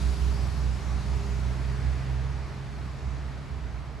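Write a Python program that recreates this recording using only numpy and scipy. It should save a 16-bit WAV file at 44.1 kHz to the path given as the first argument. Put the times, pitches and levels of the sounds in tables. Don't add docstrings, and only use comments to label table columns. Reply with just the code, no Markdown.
import sys
import numpy as np
from scipy import signal
from scipy.fft import rfft, irfft, next_fast_len
from scipy.io import wavfile
from scipy.ndimage import uniform_filter1d, map_coordinates

SR = 44100
rng = np.random.default_rng(int(sys.argv[2]) if len(sys.argv) > 2 else 0)


def wav_record(signal):
    frames = np.transpose(np.atleast_2d(signal))
    bounded = np.clip(frames, -1, 1)
    quanta = np.round(bounded * 32767).astype(np.int16)
    wavfile.write(sys.argv[1], SR, quanta)


N = 176400

# time_s, loss_db, air_loss_db_per_khz
RECEDING = [(0, -0.5, 0), (.3, 0.6, 0), (.6, 2, .17), (1.3, 3.5, 0.17), (1.9, 4.5, 0.38), (2.5, 7.8, .55),
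            (3.2, 8.1, 0.6), (4, 11.5, 0.9)]


def amp(db):
    return 10 ** (np.asarray(db) / 20)


def unit(x):
    return x / np.sqrt(np.mean(x ** 2) + 1e-20)


def along(points, hz):
    freq_hz, values = np.transpose(points)
    return np.interp(np.log(hz + 1), np.log(freq_hz + 1), values)


def clock():
    return np.arange(N) / SR


def curves(rows):
    time_s, *columns = np.transpose(rows)
    return [np.interp(clock(), time_s, column) for column in columns]


def wobble(rate):
    return map_coordinates(rng.standard_normal(1024), [clock() * rate], mode="mirror")


def filtered(x, response):
    size = next_fast_len(N + SR // 2)
    hz = np.fft.rfftfreq(size, 1 / SR)
    return irfft(rfft(x, size) * response(hz), size)[..., :N]


def pan(db):
    gains = amp(np.array([[.5], [-.5]]) * db)
    return gains / gains.mean(0)


def tone(hz, pan_db, lag_rad, drift_rad):
    cycles = np.cumsum(hz * np.ones(N)) / SR + rng.random()
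    phase = 2 * np.pi * cycles + drift_rad * wobble(9)
    return np.sqrt(2) * pan(pan_db) * np.sin(phase + lag_rad * np.array([[-.5], [.5]]))


def rush(spectrum, patchy_db, lag_rad=0):
    # freq_hz, correlation
    likeness = [(25, .3), (60, 0.69), (200, 0.87), (550, 0.62), (1200, 0.72), (2400, 0.77), (3500, 0.61),
                (6000, 0.68), (8000, 1), (12000, 0.7)]

    def mid_side(hz):
        width_rad = np.arccos(np.clip(along(likeness, hz), -1, 1)) / 2
        return amp(along(spectrum, hz)) * [np.cos(width_rad), np.sin(width_rad)]

    frames = signal.stft(rng.standard_normal((2, N)), nperseg=512)[2]
    patches = uniform_filter1d(rng.standard_normal(frames.shape[1:]), size=6, axis=0)
    patches = uniform_filter1d(patches, size=22, axis=1)
    mottled = signal.istft(frames * amp(patchy_db * unit(patches)), nperseg=512)[1][:, :N]
    mid, side = filtered(mottled, mid_side)
    stereo = np.array([mid + side, mid - side])
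    return unit(filtered(stereo, lambda hz: np.exp(1j * lag_rad * np.array([[-.5], [.5]]))))


def diesel():
    # time_s, pitch_hz
    firing = [(0, 63.8), (.27, 62.4), (.5, 64.8), (.72, 62.02), (1.0, 62.9), (1.25, 64.06), (1.5, 63.56),
              (1.75, 64.37), (2.0, 65.3), (2.3, 66.2), (2.7, 66.5), (3.0, 64), (3.25, 64.1), (3.5, 64.88),
              (3.75, 62.4), (4, 65.1)]
    # time_s, level_db
    drone_beats = [(0, -34.5), (.04, -23), (0.11, -24), (0.17, -34.5), (0.22, -23.5), (.31, -23.5),
                   (.36, -30), (.43, -25), (0.51, -31), (0.68, -24.5), (0.76, -28.5), (0.8, -42),
                   (0.86, -29.5), (0.97, -26.5), (1.04, -37), (1.08, -29), (1.16, -24.5), (1.22, -34.5),
                   (1.31, -28), (1.39, -29), (1.47, -26.5), (1.55, -32), (1.68, -28), (1.81, -33.5),
                   (1.87, -23.5), (2.05, -37), (2.12, -29), (2.46, -34.5), (2.53, -46), (2.6, -38.5),
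                   (2.97, -39), (3.02, -47), (3.07, -30), (3.14, -29.5), (3.22, -43), (3.27, -32),
                   (3.45, -51), (3.53, -32), (3.6, -40.5), (3.65, -29.5), (3.71, -44), (3.77, -30),
                   (3.85, -50), (3.9, -35.5), (4.0, -41)]
    # time_s, level_db
    octave_swell = [(0, -42), (.6, -41), (1.15, -42), (1.4, -36.5), (1.7, -35), (2.15, -33.5),
                    (2.42, -38.5), (2.55, -44), (2.75, -42.5), (3.0, -42), (3.4, -49.5), (4, -47.5)]
    drone_trim_db, octave_trim_db = -0.3, -0.5
    hz, = curves(firing)
    drone_db, = curves(drone_beats)
    octave_db, = curves(octave_swell)
    drone_gain = amp(drone_trim_db + drone_db + 0.25 * wobble(22))
    drone = drone_gain * tone(hz, pan_db=-8, lag_rad=0.62, drift_rad=0.23)
    octave_gain = amp(octave_trim_db + octave_db + 0.6 * wobble(11))
    octave = octave_gain * tone(2 * hz, pan_db=-0.5, lag_rad=0.18, drift_rad=0.34)
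    return drone + octave


def other_engines():
    # pitch_hz, start_db, slope_db_per_s, pan_db
    hums = [(86.5, -44.5, -1.5, -15), (44.7, -53, -0.5, -4), (150.5, -40.5, -4.5, -1),
            (299.3, -57.5, -2.5, 1)]
    mix = np.zeros((2, N))
    for hz, start_db, slope_db_per_s, pan_db in hums:
        gain = amp(start_db + slope_db_per_s * clock() + 2.0 * wobble(4.64))
        mix += gain * tone(hz, pan_db, lag_rad=0.61, drift_rad=0.49)
    return mix


def whine():
    # time_s, pitch_hz, low_level_db, high_level_db
    course = [(0, 201.5, -46.5, -52), (.17, 202.2, -48, -51), (.6, 202.6, -54, -56),
              (.75, 202, -45.5, -61.5), (1.0, 201.7, -46, -61), (1.27, 201.2, -44.5, -46.5),
              (1.38, 202.2, -45, -52.5), (1.47, 202.8, -50, -59), (1.73, 207, -53, -51.5),
              (1.9, 206.7, -61, -62), (2.45, 206.5, -56, -58), (2.75, 206.3, -60.5, -61.5),
              (4, 207.4, -61.5, -66.5)]
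    hz, low_db, high_db = curves(course)
    low = amp(low_db + 1.8 * wobble(6.2)) * tone(hz, pan_db=-2.5, lag_rad=0.4, drift_rad=0.32)
    high = amp(high_db + 1.4 * wobble(14)) * tone(2 * hz, pan_db=0, lag_rad=0.25, drift_rad=0.23)
    return low + high


def road():
    # freq_hz, relative_db
    rumble_colour = [(20, -26), (34, -19), (42, -7), (51, -2), (62, -6.5), (78, -12), (96, 1), (112, -0.5),
                     (135, -2), (180, -6.5), (250, -14), (400, -19.5), (800, -50)]
    # time_s, level_db
    rumble_course = [(0, -40.5), (1.7, -39.5), (2.6, -42.5), (4, -43)]
    # freq_hz, relative_db
    roar_colour = [(100, -8), (240, -1), (320, -1), (440, 1), (540, -1.5), (640, 1.5), (730, 0.1),
                   (850, 0.85), (1250, -2), (1550, -4.5), (2300, -7), (2900, -12.5), (4500, -17.5),
                   (8000, -28), (12000, -59)]
    # time_s, level_db, pan_db
    roar_course = [(0, -44.5, 0.93), (.7, -45, 0.51), (1.3, -44.5, -0.15), (1.85, -45, -1),
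                   (2.6, -47, -1.01), (3.2, -47, -.7), (4, -49, -1.1)]
    rumble_db, = curves(rumble_course)
    roar_db, pan_db = curves(roar_course)
    rumble = amp(rumble_db + 0.52 * wobble(5)) * rush(rumble_colour, patchy_db=0.24, lag_rad=0.48)
    roar = amp(roar_db + 0.091 * wobble(5.9)) * pan(pan_db) * rush(roar_colour, patchy_db=0.8)
    return rumble + roar


def tyres():
    # freq_hz, relative_db
    colour = [(1000, -34), (2500, 0.5), (3400, -1), (4000, 1.5), (4500, 4), (5100, 2), (6000, 0),
              (7500, -4.5), (9200, -9), (11800, -11)]
    hz, frame_s, frames = signal.stft(rush(colour, patchy_db=1.4), SR, nperseg=512)
    time_s, spread_db, air_db_per_khz = np.transpose(RECEDING)
    air_db = np.interp(frame_s, time_s, air_db_per_khz) * hz[:, None] / 1000
    loss_db = np.interp(frame_s, time_s, spread_db) + air_db
    hiss = signal.istft(frames * amp(-loss_db), SR, nperseg=512)[1][:, :N]
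    return amp(-48.5 + 0.15 * wobble(7.2)) * pan(db=0.4 + 0.1 * clock()) * hiss


def wheels():
    # freq_hz, relative_db
    colour = [(100, -33), (160, 1), (230, -0.5), (320, -3), (430, -20), (700, -24.5), (1200, -11),
              (1700, -23), (4000, -46)]
    loss_db = curves(RECEDING)[0]
    return amp(-47.5 - loss_db) * pan(db=-6) * rush(colour, patchy_db=1.0, lag_rad=0.24)


def passing_car():
    # freq_hz, relative_db
    colour = [(250, -18), (450, 0), (650, -3), (1100, -5), (1900, 5.5), (2400, -4), (3200, -14),
              (6000, -24), (12000, -35)]
    nearest_s, half_pass_s, peak_db = 1.88, 0.27, -53.5
    nearness = 1 / np.hypot(1, (clock() - nearest_s) / half_pass_s)
    return amp(peak_db) * nearness * pan(db=1) * rush(colour, patchy_db=1.5)


def second_engine():
    # time_s, pitch_hz, level_db
    climb = [(0, 63, -67), (2.1, 66.16, -52), (2.7, 68.5, -46), (3.2, 70.03, -42.5), (4, 70.2, -48.5)]
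    hz, level_db = curves(climb)
    drone = amp(1.7 * wobble(3.91)) * tone(hz, pan_db=-0.5, lag_rad=0.82, drift_rad=0.17)
    octave = amp(-2.5 + 1.4 * wobble(12)) * tone(2 * hz, pan_db=-6, lag_rad=0.96, drift_rad=0.34)
    return amp(level_db) * (drone + octave)


def scene():
    engines = diesel() + second_engine() + other_engines()
    return engines + whine() + road() + passing_car() + tyres() + wheels()


def record(dry):
    top_hz, slope_width_hz = 11980, 100
    return filtered(dry, lambda hz: np.clip((top_hz - hz) / slope_width_hz, 0, 1))


dry = scene()
out = record(dry)
wav_record(out)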